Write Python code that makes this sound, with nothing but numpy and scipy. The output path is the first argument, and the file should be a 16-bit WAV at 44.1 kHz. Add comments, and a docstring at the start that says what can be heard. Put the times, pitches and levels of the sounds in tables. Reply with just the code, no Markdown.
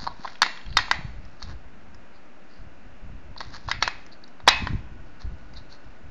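"""A small hard room, close up: two small batteries are pushed into a remote's plastic compartment.
The cells scrape as they slide, and the hands rumble and thud softly on the case. Each contact rings
the hollow shell and the metal terminals, and the coil springs sing on after the hard snaps.
The walls add a bright tail over a steady hiss; the loudest snaps overload the microphone."""
import sys
import numpy as np
from scipy import signal
from scipy.fft import rfft, irfft, next_fast_len
from scipy.io import wavfile
from scipy.ndimage import uniform_filter1d

SR = 44100
rng = np.random.default_rng(int(sys.argv[2]) if len(sys.argv) > 2 else 0)


def bounce(signal):
    """Save signal as a 16-bit WAV file at the path given by the first command-line argument."""
    frames = np.transpose(np.atleast_2d(signal))
    limited = np.clip(frames, -1, 1)
    pcm = np.round(limited * 32767).astype(np.int16)
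    wavfile.write(sys.argv[1], SR, pcm)


N = 269010
TIME = np.arange(N) / SR
# Fingers work on a cell. Each row: start in seconds, length in seconds, level in dB.
FINGER_WORK = [(0, 0.61, -65), (1.046, 0.384, -71), (3.388, 0.29, -59.5), (5.046, 0.92, -73.5)]
# A thin tick's balance over the five parts: shell, compartment walls, ribs, terminals, sharp edges.
TICK_BALANCE_DB = np.array([-2, -2, -14, -10.5, 1])


def undb(db):
    """Decibels to gain."""
    return 10 ** (np.asarray(db) / 20)


def unit(x):
    """Scale to rms 1."""
    return x / np.sqrt(np.mean(x ** 2) + 1e-30)


def add(out, start, x):
    """Mix x into out at start seconds."""
    i = max(int(start * SR), 0)
    out[i:i + len(x)] += x[:len(out) - i]


def fade(t, t60):
    """Free decay, 60 dB down after t60 seconds."""
    return np.exp(-np.log(1000) * t / t60)


def swell(start, hold, attack_s, release_t60):
    """Linear attack, hold and free decay."""
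    attack = np.clip((TIME - start) / attack_s + .5, 0, 1)
    return attack * fade(np.maximum(TIME - start - hold, 0), release_t60)


def band(x, lo, hi, order=2):
    """Band-pass from lo to hi Hz."""
    return signal.sosfilt(signal.butter(order, [lo, hi], "band", fs=SR, output="sos"), x)


def colour(x, points):
    """EQ x along a curve of (Hz, dB) points."""
    hz, db = np.transpose(points)
    size = next_fast_len(len(x))
    bins_hz = np.maximum(np.fft.rfftfreq(size, 1 / SR), 1)
    gain = undb(np.interp(np.log(bins_hz), np.log(hz), db))
    return irfft(rfft(x, size) * gain, size)[:len(x)]


def room_tone(hiss_db=-52.5, whine_hz=1470):
    """Steady hiss with a faint whine that comes up late."""
    # The colour of the room's air. Each row: frequency in Hz, level in dB.
    air_eq = [(18, -36.5), (30, -0.5), (97, -21), (159, -8), (188, -4), (319, -6), (434, -13), (592, -9.5),
              (1100, -15.5), (1430, -13), (2200, -19.5), (2730, -19), (3150, -26.5), (5860, -32.5),
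              (9000, -39), (11700, -87), (19800, -120)]
    hiss = colour(rng.standard_normal(N), air_eq)
    hiss = hiss / np.std(band(hiss, 150, 8000))
    whine = np.sin(2 * np.pi * whine_hz * TIME) * undb(np.interp(TIME, [3.5, 5], [-71, -62]))
    return undb(hiss_db) * hiss + whine


def scrapes(slips_per_s=3000, scatter_db=3, judder_db=2, squeak_hz=4350, squeak_db=-7):
    """Dense tiny slips hiss and squeak at the contact and murmur in the shell, juddering as they stick."""
    # Most strokes are a cell or finger sliding; the one at 4.474 s is a brief burst of hiss just ahead of the
    # loudest snap. Each row: midpoint in seconds, half-length in seconds, hiss in dB, shell murmur in dB.
    strokes = [(.004, 0.027, -41.5, -46), (0.04, .04, -46, -47.5), (0.273, 0.12, -53.5, -52.5),
               (0.747, .11, -51, -66), (1.431, 0.04, -48.5, -54.5), (1.503, 0.049, -54.5, -47.5),
               (2.161, .035, -62, -71.5), (2.55, .11, -63, -68.5), (3.38, 0.0067, -34.5, -57),
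               (3.412, .046, -50.5, -59), (3.553, 0.038, -45.5, -44.5), (3.698, 0.025, -38.5, -38.5),
               (3.833, 0.031, -36, -39), (4.129, .02, -48.5, -61), (4.24, .005, -42, -56.5),
               (4.474, .008, -35.5, -33), (5.217, 0.028, -52.5, -51.5), (5.576, 0.035, -47, -58),
               (5.729, 0.046, -52, -57)]
    slips = (rng.random(N) < slips_per_s / SR) * rng.standard_normal(N)
    slips *= undb(scatter_db * rng.standard_normal(N))
    slips *= undb(judder_db * unit(band(rng.standard_normal(N), 20, 90)))
    hiss = colour(slips, [(1500, -34), (3000, -13.5), (3800, 1.5), (4500, 2), (5600, -1.5),
                          (6800, -9), (8000, -30.5), (12000, -62)])
    murmur = colour(slips, [(300, -23.5), (650, -5), (1000, 0), (1300, -2), (1700, -.5),
                            (2400, -16), (4000, -23.5), (9000, -58.5)])
    out = np.zeros(N)
    for middle, half, hiss_db, murmur_db in strokes:
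        span = slice(max(int((middle - half) * SR), 0), int((middle + half) * SR))
        hz = squeak_hz * (1 + .025 * rng.standard_normal())
        squeak = band(slips[span], .89 * hz, 1.11 * hz)
        # light strokes that hardly stir the shell squeak the most
        contact = unit(unit(hiss[span]) + undb(squeak_db + hiss_db - murmur_db) * unit(squeak))
        pressure = np.cos(np.pi / 2 * (TIME[span] - middle) / half) ** 2
        out[span] += pressure * (undb(hiss_db) * contact + undb(murmur_db) * unit(murmur[span]))
    rubbing = sum(undb(db) * swell(start, length, attack_s=.04, release_t60=.15)
                  for start, length, db in FINGER_WORK)
    return out + rubbing * (unit(hiss) + undb(1) * unit(murmur))


def thump(hz, cycles=3.9):
    """A soft fingertip sets the held remote swinging for a few cycles."""
    t = np.arange(SR // 5) / SR
    soft_onset = (1 - np.exp(-4 * hz * t)) ** 2
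    return -2 * np.sin(2 * np.pi * hz * t) * fade(t, cycles / hz) * soft_onset


def hands(uneven_db=2, attack_s=.019, bumps_per_s=15, bump_hz=116, spread_octaves=.22, max_bumps=10):
    """Each grip rumbles unevenly, bumps here and there and settles; a few fingertips land harder."""
    # The hands take a new grip. Each row: start in seconds, hold in seconds, level in dB.
    grips = [(0, .13, -45.5), (.66, .15, -35.5), (.95, .3, -40), (1.43, .13, -38), (1.86, 0.14, -50.5),
             (2.59, 0.064, -42.5), (2.84, .08, -48.5), (3.02, .14, -39), (3.26, .06, -41.5),
             (3.46, 0.027, -38.5), (3.64, 0.22, -40.5), (4.43, 0.22, -40.5), (4.61, .17, -29.5),
             (4.9, 0.18, -47.5), (5.24, 0.097, -36), (5.48, 0.13, -44.5), (5.85, 0.047, -45.5),
             (6.04, 0.042, -41)]
    # The colour of their rumble. Each row: frequency in Hz, level in dB.
    rumble_eq = [(15, 3), (35, 6.5), (70, 2.5), (120, -3.5), (180, -10.5), (260, -16), (400, -27),
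                 (800, -58.5)]
    # Fingertips land on the shell. Each row: start in seconds, level in dB, pitch in Hz.
    fingertips = [(.03, -28, 195), (.195, -31, 210), (.71, -29, 90), (0.989, -23.5, 146),
                  (1.047, -18.5, 115), (3.479, -45, 91), (3.675, -23.5, 91), (3.788, -27, 110),
                  (4.623, -16.5, 194), (4.704, -16, 113), (4.732, -19, 192), (4.745, -14, 129),
                  (5.269, -20, 54)]
    rumble = unit(colour(rng.standard_normal(N), rumble_eq))
    rumble /= np.sqrt(uniform_filter1d(rumble ** 2, SR // 10) + 1e-9)  # even out the slow swings
    rumble *= undb(uneven_db * unit(band(rng.standard_normal(N), 5, 22)))
    out, power = np.zeros(N), np.zeros(N)
    for start, hold, db in grips:
        press = swell(start, hold, attack_s, release_t60=.17)
        settle = undb(-8.5) * swell(start, hold, attack_s, release_t60=1.6)  # the flesh goes on settling
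        power += (undb(db) * np.maximum(press, settle)) ** 2
        lags = (np.arange(max_bumps) + rng.random(max_bumps)) / bumps_per_s
        for lag, pitch in zip(lags, rng.standard_normal(max_bumps)):
            if lag < hold:
                add(out, start + lag, undb(db + 1) * thump(bump_hz * 2 ** (spread_octaves * pitch)))
    for start, db, hz in fingertips:
        add(out, start, undb(db) * thump(hz))
    return out + undb(.5) * np.sqrt(power) * rumble


def room_reverb(x, first_s=.004, build_s=.0024, patchy_db=3, far_s=.027, far_spread_s=.02):
    """Near walls answer first, far walls add a cluster of echoes, and all thicken into a bright tail."""
    # The tail in octave bands. Each row: centre in Hz, level in dB, t60 in seconds.
    octaves = [(248, -2.5, 0.44), (490, -9.5, 0.51), (1060, -11, 0.59), (1852, -7.5, 0.55),
               (4000, -10.5, 0.53), (7066, -15, 0.68)]
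    t = np.arange(int(.7 * SR)) / SR
    echoes = rng.standard_normal(len(t))
    echoes *= undb(patchy_db * rng.standard_normal(len(t)) * fade(t, .61))
    build_up = 1 - np.exp(-np.maximum(t - first_s, 0) / build_s)
    far_cluster = 1 + .63 * np.exp(-((t - far_s) / far_spread_s) ** 2)
    response = 0
    for centre, db, t60 in octaves:
        lo, hi = centre / np.sqrt(2), centre * np.sqrt(2)
        tail = band(echoes, lo, hi, order=3) * fade(t, t60) * build_up * far_cluster
        response += undb(db) * tail / np.linalg.norm(tail) * np.sqrt(hi / SR)
    return signal.oaconvolve(x, response)[:N]


def battery_contacts(second_cell_s=3, padded_edges_db=-7.5):
    """Cue the snaps, creaks and ticks, each as a start in seconds and the five parts' levels in dB."""
    # A cell meets the remote. Each row: start in seconds, then shell, walls and terminals in dB.
    snaps = [(.067, -27, -46, -38.5), (0.0741, -22.5, -41.5, -36), (.246, -35, -44.5, -57),
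             (0.2498, -28.5, -45, -52), (0.254, -29.5, -52, -44), (.276, -39, -35.5, -57.5),
             (0.4188, -15, -15.5, -16), (0.4198, -30.5, -33, -18.5), (0.4295, -21, -16, -25),
             (.463, -30.5, -30, -36), (0.7694, -17.5, -13.5, -18), (.772, -24, -23.5, -16),
             (0.7875, -25.5, -23.5, -37.5), (.883, -36, -58, -59), (1.011, -41, -60, -63),
             (.9126, -17, -15, -21.5), (1.4208, -42, -52.5, -66), (1.4262, -51, -44, -36.5),
             (3.3632, -41, -52.5, -55), (3.4049, -33.5, -33.5, -38.5), (3.412, -33, -44, -37),
             (3.6861, -26.5, -35, -48), (3.714, -29, -20.5, -25), (3.8249, -21, -17.5, -19),
             (3.8767, -23, -22, -28.5), (4.402, -45, -52, -55.5), (4.4769, -5, -7.5, -20),
             (4.485, -14.5, -13.5, -11), (4.488, -21.5, -22, -12.5), (4.6706, -27, -28.5, -40.5)]
    # A cell's rim catches on a rib or a coil. Each row: start in seconds, level in dB.
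    creaks = [(.355, -45), (.574, -42), (.613, -49.5), (.6631, -45.5), (.7269, -46), (.7935, -32),
              (4.4795, -12)]
    # Thin ticks of a nail or a cell's rim. Each row: start in seconds, level in dB.
    ticks = [(1.2511, -57.5), (1.9458, -53.5), (4.064, -52.5), (4.2783, -56.5), (5.5375, -52.5)]
    creak_balance_db = np.array([-17, -4.5, 0, -11.5, -14.5])
    cues = []
    for start, shell_db, walls_db, terminals_db in snaps:
        padding = np.clip((shell_db - walls_db) / 10, 0, 1)  # a finger in the way mutes the edges
        edges_db = terminals_db + (-5 if start > second_cell_s else -3.5) + padded_edges_db * padding
        ribs_db = walls_db - 9
        cues.append((start, [shell_db, walls_db, ribs_db, terminals_db, edges_db]))
    cues += [(start, db + creak_balance_db) for start, db in creaks]
    return cues + [(start, db + TICK_BALANCE_DB) for start, db in ticks]


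def strike(part_db, crack_db, detune=.038, crack_t60=.035, padded_crack_db=-9):
    """One contact: each part of the remote rings with its modes and a crack, as hard as it is hit."""
    # The remote's modes. Each row: frequency in Hz, level in dB, t60 in seconds.
    body_modes = [(720, -13, 0.011), (965, -1.5, 0.014), (1126, -4.5, .012), (1354, -5.5, 0.024),
                  (1546, -4, 0.023), (1742, -5, 0.026), (1929, -0.5, 0.019), (2700, 0, 0.0066),
                  (3295, -3.5, 0.02), (3825, -7.5, 0.043), (4123, -4, 0.018), (4485, 2, .014),
                  (5170, -1, 0.018), (5870, -4, .012), (6560, -13.5, 0.0058)]
    # The colour of the crack. Each row: frequency in Hz, level in dB.
    crack_eq = [(100, -25), (600, -14.5), (950, -5), (2000, 3.5), (2800, -6.5), (4300, 2), (5800, -7.5),
                (7200, -3.5), (8500, -30.5), (12000, -50)]
    # Band limits of the five parts in Hz, from the shell up to the sharp edges.
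    limits_hz = [620, 1250, 2400, 3400, 5000, 7000]
    t = np.arange(SR // 20) / SR
    hz, db, t60 = np.transpose(body_modes)
    # the grip and the point of contact shift and weight the modes
    shift, weight = rng.standard_normal((len(hz), 2)).T
    phase = 2 * np.pi * (hz * (1 + detune * shift))[:, None] * t
    gain = undb(db + 2 * weight) * rng.choice([-1, 1], len(hz))
    modes = gain[:, None] * np.sin(phase) * fade(t, t60[:, None])
    crack = colour(rng.standard_normal(len(t)), crack_eq) * fade(t, crack_t60)
    # a touch that stirs only the shell is padded by a finger: it builds more slowly and cracks less
    padding = np.clip((part_db[0] - part_db[1]) / 20, 0, 1)
    rise_s = .00018 + .0006 * padding
    crack_gain = undb(crack_db + padded_crack_db * padding)
    out = 0
    for lo, hi, level_db in zip(limits_hz, limits_hz[1:], part_db):
        ring = unit(modes[(hz >= lo) & (hz < hi)].sum(0))
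        part = ring + crack_gain * unit(band(crack, lo, hi, order=3))
        part *= 1 - np.exp(-t / rise_s)
        attack = part[:int(.006 * SR)]
        out += undb(level_db) * part / np.std(attack)
    return out


def clicks(cues, crack_db, knock_db=-19, knock_hz=340, knock_t60=.012):
    """A strike on every cue; the whole remote recoils with a dull knock under the shell's ring."""
    out, t = np.zeros(N), np.arange(SR // 20) / SR
    knock = np.sin(2 * np.pi * knock_hz * t) * fade(t, knock_t60)
    for start, part_db in cues:
        add(out, start, strike(part_db, crack_db) + undb(part_db[0] + knock_db) * knock)
    return out


def stray_ticks(per_s=4, loudest_db=-64.5, max_ticks=8):
    """Cue faint ticks at random moments while the fingers work."""
    cues = []
    for start, length, _ in FINGER_WORK:
        lags = np.cumsum(.5 + rng.random(max_ticks)) / per_s
        levels_db = loudest_db - 10 * rng.random(max_ticks)
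        cues += [(start + lag, db + TICK_BALANCE_DB) for lag, db in zip(lags, levels_db) if lag < length]
    return cues


def springs(detune=.001):
    """The coil springs are let go and ring on with close, thin partials."""
    # Each row: start in seconds, level in dB, battery bay (0 or 1).
    twangs = [(0.419, -35, 0), (0.774, -40.5, 0), (.914, -46, 0), (3.716, -45.5, 1), (3.827, -32.5, 1),
              (4.488, -25, 1), (4.507, -25.5, 1)]
    # The partials of each bay's spring. Each row: frequency in Hz, level in dB, t60 in seconds.
    first_coil = [(2037, -12.5, .5), (2315, -8.5, 0.44), (2736, -4, 0.65), (3167, -7.5, .4), (3741, -8, .4),
                  (4085, -11.5, .35), (4323, -9.5, .3), (4420, -5.5, 0.71), (4140, -16.5, 1.116)]
    second_coil = [(2120, -12, .35), (2240, -18.5, .35), (2540, -3.5, 0.43), (2540, -6.5, 0.24),
                   (2606, 1, .32), (2834, -6.5, 0.19), (2840, -14, 0.17), (2870, -13, .3), (4100, -7.5, .3),
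                   (4615, -13, .2)]
    out, t = np.zeros(N), np.arange(SR) / SR
    for start, level_db, bay in twangs:
        hz, db, t60 = np.transpose(second_coil if bay else first_coil)
        hz = hz * (1 + detune * rng.standard_normal(len(hz)))
        phase = 2 * np.pi * (hz[:, None] * t + rng.random((len(hz), 1)))
        partials = np.sin(phase) * fade(t, t60[:, None])
        gain = undb(db) / np.linalg.norm(undb(db))
        add(out, start, undb(level_db) * gain @ partials)
    return out


def scene(faces=3):
    """The microphone hears one face of the remote; the walls hear several, each with its own mode mix."""
    ring_and_scrape = springs() + scrapes()
    cues = battery_contacts()
    reverb = sum(room_reverb(clicks(cues, crack_db=-1.5) + ring_and_scrape) for _ in range(faces))
    direct = clicks(cues, crack_db=-8.5) + ring_and_scrape + hands()
    mix = direct + reverb / np.sqrt(faces) + room_tone() + clicks(stray_ticks(), crack_db=-5.5)
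    return mix[None]


def record(dry, band_hz=7300, ceiling=.74, dull_hz=8500, top_hz=16000, dc_offset=-.015):
    """A narrow-band microphone flattens the loudest snaps, which splatter into the treble."""
    narrow = signal.sosfilt(signal.ellip(8, .3, 60, band_hz, fs=SR, output="sos"), dry)
    clipped = narrow / (1 + (narrow / ceiling) ** 8) ** (1 / 8)
    dulled = signal.sosfilt(signal.butter(1, dull_hz, fs=SR, output="sos"), clipped)
    return signal.sosfilt(signal.ellip(8, .2, 70, top_hz, fs=SR, output="sos"), dulled) + dc_offset


dry = scene()
out = record(dry)
bounce(out)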